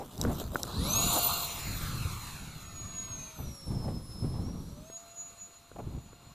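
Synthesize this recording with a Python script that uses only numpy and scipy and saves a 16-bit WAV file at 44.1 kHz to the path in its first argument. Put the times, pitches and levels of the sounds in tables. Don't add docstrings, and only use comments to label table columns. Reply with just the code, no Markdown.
import sys
import numpy as np
from scipy import signal
from scipy.fft import rfft, irfft
from scipy.io import wavfile
from scipy.ndimage import uniform_filter1d

SR = 44100
rng = np.random.default_rng(int(sys.argv[2]) if len(sys.argv) > 2 else 0)


def file_out(sig):
    cols = np.atleast_2d(sig).T
    lim = np.clip(cols, -1, 1)
    pcm = np.round(lim * 32767).astype(np.int16)
    wavfile.write(sys.argv[1], SR, pcm)


N = 279577
TIME = np.arange(N) / SR
FRAME_S = np.arange(N // 256 + 5)[:, None] * 256 / SR
BIN_HZ = np.fft.rfftfreq(1024, 1 / SR)

# time in seconds, shaft turns a second.
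SHAFT_SPEED = [(0.6, 230.8), (0.72, 354.9), (0.9, 603.8), (0.98, 663.6), (1.08, 704.9), (1.52, 689.0),
               (3.03, 671.5), (3.2, 641), (3.35, 638.5), (3.48, 574.7), (3.62, 546.2), (3.86, 524.2),
               (4.4, 527.1), (4.48, 562.2), (4.72, 563.9), (4.9, 660.6), (5.0, 680.3), (5.8, 687.8),
               (6.34, 701.6)]
# frequency in Hz, density in dB per Hz.
RUSH_SPECTRUM = [(60, -33), (350, -12), (700, -7.5), (1200, 4), (1850, -12), (2650, -10.5), (2950, -14.5),
                 (4100, 1.5), (5000, -10.5), (6600, -10), (8900, -16), (9700, -13), (11200, -14),
                 (14500, -19.5)]
# frequency in Hz, radians by which left leads.
PORT_LEAD = [(100, 0), (3000, 0.14), (8000, -0.45), (14000, -0.75)]


def amp(db):
    return 10 ** (np.asarray(db) / 20)


def evened(x):
    return x / np.sqrt(np.mean(x ** 2) + 1e-20)


def read(points, hz):
    f, value = np.transpose(points)
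    return np.interp(np.log(hz + 1), np.log(f + 1), value)


def follow(rows, t):
    s, *columns = np.transpose(rows)
    return [np.interp(t, s, c) for c in columns]


def add(mix, s, sound):
    part = mix[max(round(s * SR), 0):][:len(sound)]
    part += sound[:len(part)]


def wander(rate_hz):
    hz = np.fft.rfftfreq(N, 1 / SR)
    spectrum = rfft(rng.standard_normal(N)) / (1 + (hz / rate_hz) ** 2)
    return evened(irfft(spectrum, N))


def band_rms(gain, lo_hz, hi_hz):
    inside = (BIN_HZ > lo_hz) & (BIN_HZ < hi_hz)
    return np.sqrt(np.mean(gain ** 2 * inside, -1, keepdims=True))


def noise(gain, patchy_db):
    # frequency in Hz, likeness from 0 to 1.
    likeness = [(120, .9993), (300, .994), (1400, .98), (3000, .94), (7000, .86), (14000, .6)]
    a, b, c, d, patches = rng.standard_normal((5, len(FRAME_S), len(BIN_HZ)))
    patches = uniform_filter1d(patches, size=8, axis=0)
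    patches = evened(uniform_filter1d(patches, size=12, axis=1))
    same = np.clip(read(likeness, BIN_HZ), 0, 1)
    mid = np.sqrt((1 + same) / 2) * (a + 1j * b)
    side = np.sqrt((1 - same) / 2) * (c + 1j * d)
    left = mid + side
    right = (mid - side) * np.exp(-1j * read(PORT_LEAD, BIN_HZ))
    frames = np.array([left, right]) * gain * amp(patchy_db * patches)
    sound = signal.istft(frames.swapaxes(1, 2), nperseg=1024, noverlap=768)[1]
    return sound[:, :N] * np.sqrt(3 / 1024)


def tone(hz, level_db, fuzz, fuzz_hz):
    turn = np.exp(2j * np.pi * np.cumsum(hz) / SR)
    scatter = (wander(fuzz_hz) + 1j * wander(fuzz_hz)) / np.sqrt(2)
    line = np.sqrt(2) * amp(level_db) * turn * (1 + fuzz * scatter) / np.sqrt(1 + fuzz ** 2)
    return np.array([line.real, (line * np.exp(-1j * read(PORT_LEAD, hz))).real])


def fan():
    # time in seconds, level in dB before the trim and twinkle below.
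    whine_rows = [(0.68, -62.0), (0.76, -52), (0.84, -60), (0.94, -35.5), (1.44, -62.5), (2.56, -62.5),
                  (2.98, -44), (3.46, -59), (4.34, -59.9), (4.82, -79), (4.96, -49), (5.06, -64.5),
                  (5.2, -44.5), (5.36, -59.5), (5.42, -45.5), (5.5, -63), (5.84, -73), (6.32, -66)]
    # time in seconds, level in dB before the trim and twinkle below.
    octave_rows = [(0.68, -66.5), (0.98, -39.5), (1.3, -32), (1.46, -47), (2.96, -73), (3.42, -64.5),
                   (4.2, -61), (5.3, -84), (6.32, -87)]
    # time in seconds, level in dB before the ground bounce.
    hum_rows = [(.67, -57), (1.2, -45), (1.7, -63), (2.4, -78), (3.3, -61), (4.6, -70.5), (4.9, -57),
                (5.5, -66), (6.33, -70.5)]
    # multiple of the shaft speed, dB against the rush before that colour.
    shaft_tones = [(2, -14), (4, -1.5), (6, -9)]
    # time in seconds, pitch ratio to the whine, level in dB.
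    car_echo = [(1, 1.05, -100), (1.15, 1.048, -48), (1.75, 1.015, -52), (2.3, 1.002, -110)]
    blades = 10
    whine_trim_db, octave_trim_db = 2.5, -1
    twinkle_db, twinkle_hz = 3.5, 6.2

    shaft_hz = follow(SHAFT_SPEED, TIME)[0] * (1 + 0.00072 * wander(rate_hz=90))
    running = np.clip((TIME - .65) / .1, 0, 1)
    fuzz = np.interp(TIME, [.8, .95, 2.6], [1.4, .6, .28])
    whine_db = follow(whine_rows, TIME)[0] + whine_trim_db + twinkle_db * wander(twinkle_hz)
    octave_db = follow(octave_rows, TIME)[0] + octave_trim_db + twinkle_db * wander(twinkle_hz)
    out = tone(blades * shaft_hz, whine_db, fuzz, fuzz_hz=42)
    out += tone(2 * blades * shaft_hz, octave_db, 2 * fuzz, fuzz_hz=60)
    hum = tone(shaft_hz, follow(hum_rows, TIME)[0], fuzz=.15, fuzz_hz=15)
    out += ground(TIME, shaft_hz) * hum

    motor_db = octave_db + np.interp(TIME, [2.3, 3.3], [-12, -30])
    out += tone(14 * shaft_hz, motor_db, fuzz=1.0, fuzz_hz=52.3)

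    orders_db = rush(TIME)[0] + np.interp(TIME, [.8, 1.1, 4.7, 5.1], [-4, -1, -5, 4])
    for order, db in shaft_tones:
        hz = round(order) * shaft_hz
        order_db = orders_db + db + read(RUSH_SPECTRUM, hz) + twinkle_db * wander(twinkle_hz)
        out += tone(hz, order_db, 2 * fuzz, fuzz_hz=25.8)

    ratio, echo_db = follow(car_echo, TIME)
    out += tone(blades * shaft_hz * ratio, echo_db, fuzz=0.97, fuzz_hz=70)
    return out * running


def exhaust():
    # time in seconds, lift in dB at its centre before the bands are levelled.
    pipe_rows = [(1.2, 2.5), (1.9, 9.5), (3.4, 9.5), (3.7, 0), (4.7, -4), (5.1, 8)]
    pipe_hz, pipe_width_hz = 2440, 780
    level_db, treble_db = rush(FRAME_S)
    gain = amp(read(RUSH_SPECTRUM, BIN_HZ)) * ground(FRAME_S, BIN_HZ)
    pipe_shape = np.exp(-((BIN_HZ - pipe_hz) / pipe_width_hz) ** 2)
    gain = gain * amp(follow(pipe_rows, FRAME_S)[0] * pipe_shape)
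    gain = gain / band_rms(gain, 2200, 4700)
    treble = amp(treble_db) / band_rms(gain, 7600, 10000)
    gain = gain * treble ** np.interp(BIN_HZ, [4500, 7500], [0, 1])
    air_db = -1.4 * np.clip(FRAME_S - 1, 0, 2) * np.maximum(BIN_HZ / 9000 - 1, 0)
    flutter_db = .7 * wander(rate_hz=10)
    fade_in = np.clip((TIME - .55) / 0.3, 0, 1)
    return noise(gain * amp(level_db + air_db), patchy_db=1.5) * amp(flutter_db) * fade_in


def rush(t):
    # time in seconds, level in dB (2.2-4.7 kHz), treble (7.6-10 kHz) against it in dB.
    rush_rows = [(.6, -38, -16), (1.12, -36, -3.5), (1.3, -36.5, -7), (1.55, -45, -6), (2.3, -50.5, -4.5),
                 (2.6, -55.5, -7.5), (3.3, -55, -6), (3.6, -61.5, 0), (5.3, -64.5, -3.5), (5.7, -70, -2.5),
                 (6.33, -67, -7.5)]
    full_speed_hz, db_per_octave = 740, 9
    level_db, treble_db = follow(rush_rows, t)
    speed_octaves = np.log2(follow(SHAFT_SPEED, t)[0] / full_speed_hz)
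    return level_db + db_per_octave * speed_octaves, treble_db


def ground(t, hz):
    # time in seconds, lag behind the direct sound in ms.
    lag_rows = [(.6, .2), (1, .285), (1.4, .27), (1.6, .36), (2, .72), (2.5, 1.35), (3, 1.85), (4, 2.7),
                (5, 3.25), (6.3, 3.8)]
    # time in seconds, strength from 0 to 1.
    bounce_rows = [(1.3, .9), (1.7, .5), (2.3, .62), (3.3, .66), (4, .3), (6.3, .15)]
    scatter_hz = 5000
    lag_s = follow(lag_rows, t)[0] / 1000
    strength = np.clip(follow(bounce_rows, t)[0], 0, 1)
    bounce = strength / (1 + (hz / scatter_hz) ** 3)
    return abs(1 + bounce * np.exp(-2j * np.pi * hz * lag_s))


def wind():
    # frequency in Hz, density in dB per Hz.
    rumble_spectrum = [(15, -17), (30, -0.5), (70, 3), (145, 1), (280, -11), (500, -21.5), (950, -26),
                       (1400, -39.5), (6000, -53)]
    # time in seconds, factor on that pitch.
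    eddy_rows = [(.3, 1.38), (.5, 1.08), (.85, 1.24), (1.7, 0.87), (2.9, 1.01), (3.8, 1.054), (4.8, 1.21),
                 (5.9, 1.06)]
    # time of the peak in seconds, length in seconds, peak level in dB.
    buffet_rows = [(0.019, 0.045, -41), (0.306, 0.069, -39.5), (1.171, 0.056, -31.5), (3.397, 0.03, -47),
                   (3.86, 0.12, -46), (3.887, 0.014, -41), (4.391, 0.025, -50), (5.765, 0.014, -43),
                   (5.797, 0.026, -38)]
    # frequency in Hz, density in dB per Hz.
    buffet_spectrum = [(60, -56), (250, -3.5), (800, 2), (1300, -11), (1900, -24), (5000, -39)]
    lumps_db, lumps_hz = 1.83, 19

    pitch = np.maximum(follow(eddy_rows, FRAME_S)[0], .5)
    gain = amp(read(rumble_spectrum, BIN_HZ / pitch))
    gain = gain / band_rms(gain, 25, 300)
    rumble = noise(gain, patchy_db=1) * gusts() * amp(lumps_db * wander(lumps_hz))
    burst = np.zeros(N)
    for s, length, db in buffet_rows:
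        burst += amp(db) * np.exp(-(2 * (TIME - s) / length) ** 2)
    puff = evened(noise(amp(read(buffet_spectrum, BIN_HZ)), patchy_db=2))
    return rumble + burst * puff


def gusts():
    # start of the hold in seconds, its length in seconds, level in dB.
    gust_rows = [(0.0, 0.058, -44.5), (0.241, 0.077, -29), (0.411, 0.093, -39.5), (0.653, 0.68, -43),
                 (0.777, 0.3, -36), (1.414, 1.81, -47.0), (1.666, 0.48, -39), (1.92, 0.051, -36),
                 (3.407, 0.087, -38.5), (3.7, 0.28, -35), (4.057, 0.76, -45.5), (4.24, 0.31, -35.5),
                 (5.82, 0.16, -40.5), (6.07, 0.3, -59)]
    rise_db_per_s, fall_db_per_s, calm_db = 268, 197, -65.5
    power = amp(calm_db) ** 2
    for start, length, db in gust_rows:
        before = np.maximum(start - TIME, 0)
        after = np.maximum(TIME - start - length, 0)
        power = power + amp(db - rise_db_per_s * before - fall_db_per_s * after) ** 2
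    return np.sqrt(power)


def handling():
    # time in seconds, level in dB before the crackle.
    rustle_rows = [(.08, -52.5), (.18, -49.5), (.24, -41), (.27, -48.5), (.39, -41), (.43, -45.5),
                   (.5, -52.5), (.54, -42.5), (.68, -44), (.9, -65)]
    # frequency in Hz, density in dB per Hz.
    rustle_spectrum = [(300, 13), (1200, 8.5), (2000, -13), (3000, -2.5), (4000, 2), (5000, -5.5),
                       (7000, -0.5), (9000, -6), (13000, -1)]
    # time in seconds, peak in dB.
    click_rows = [(.179, -34), (.2142, -15.5), (.238, -29), (.399, -28), (.6323, -16.5)]
    # frequency in Hz, relative level in dB, 60 dB decay time in seconds.
    click_modes = [(3900, -10, 0.012), (5570, 4, 0.003), (7600, 0, 0.0034), (10000, -11.5, 0.0039),
                   (12340, -5, 0.0034)]
    # time in seconds, peak in dB, dulling in dB per octave.
    knock_rows = [(.2505, -21, 13), (.417, -29, 15), (.5571, -13.5, 6), (.6395, -29, 12), (4.9, -36, 16),
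                  (5.716, -39, 16), (6.131, -40, 16)]
    # frequency in Hz, relative level in dB, 60 dB decay time in seconds.
    knock_modes = [(450, -13, .008), (820, -10, .006), (1450, 0, .012)]

    rub = evened(noise(amp(read(rustle_spectrum, BIN_HZ)), patchy_db=3.5))
    crackle_db = 2.8 * wander(rate_hz=220)
    rub = rub * amp(follow(rustle_rows, TIME)[0] + crackle_db)
    undulled_clicks = [(s, db, 0) for s, db in click_rows]
    clicks = taps(undulled_clicks, click_modes, rise_s=.0004)
    knocks = taps(knock_rows, knock_modes, rise_s=.0003)
    return rub + clicks + knocks


def taps(rows, modes, rise_s):
    t = np.arange(SR // 25) / SR
    out = np.zeros(N)
    for s, peak_db, dull_db in rows:
        ring = np.zeros(len(t))
        for hz, db, t60 in modes:
            decay = amp(db - dull_db * np.log2(hz) - 60 * t / t60)
            ring += decay * np.sin(2 * np.pi * (hz * t + rng.random()))
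        ring = ring * (1 - np.exp(-t / rise_s))
        add(out, s, amp(peak_db) * ring / abs(ring).max())
    return out


def field():
    # frequency in Hz, density in dB per Hz.
    field_spectrum = [(30, -15), (450, -3), (830, 0.5), (1300, -2), (1900, -6.5), (4000, -4), (9000, -35),
                      (15000, -16)]
    level_db = -66.5
    return amp(level_db) * evened(noise(amp(read(field_spectrum, BIN_HZ)), patchy_db=0.2))


def scene():
    return fan() + exhaust() + wind() + handling() + field()


def record(dry):
    edge_hz = 14700
    low_pass = signal.firwin(511, edge_hz, window=("kaiser", 9), fs=SR)
    return signal.oaconvolve(dry, low_pass[None], "same")


dry = scene()
out = record(dry)
file_out(out)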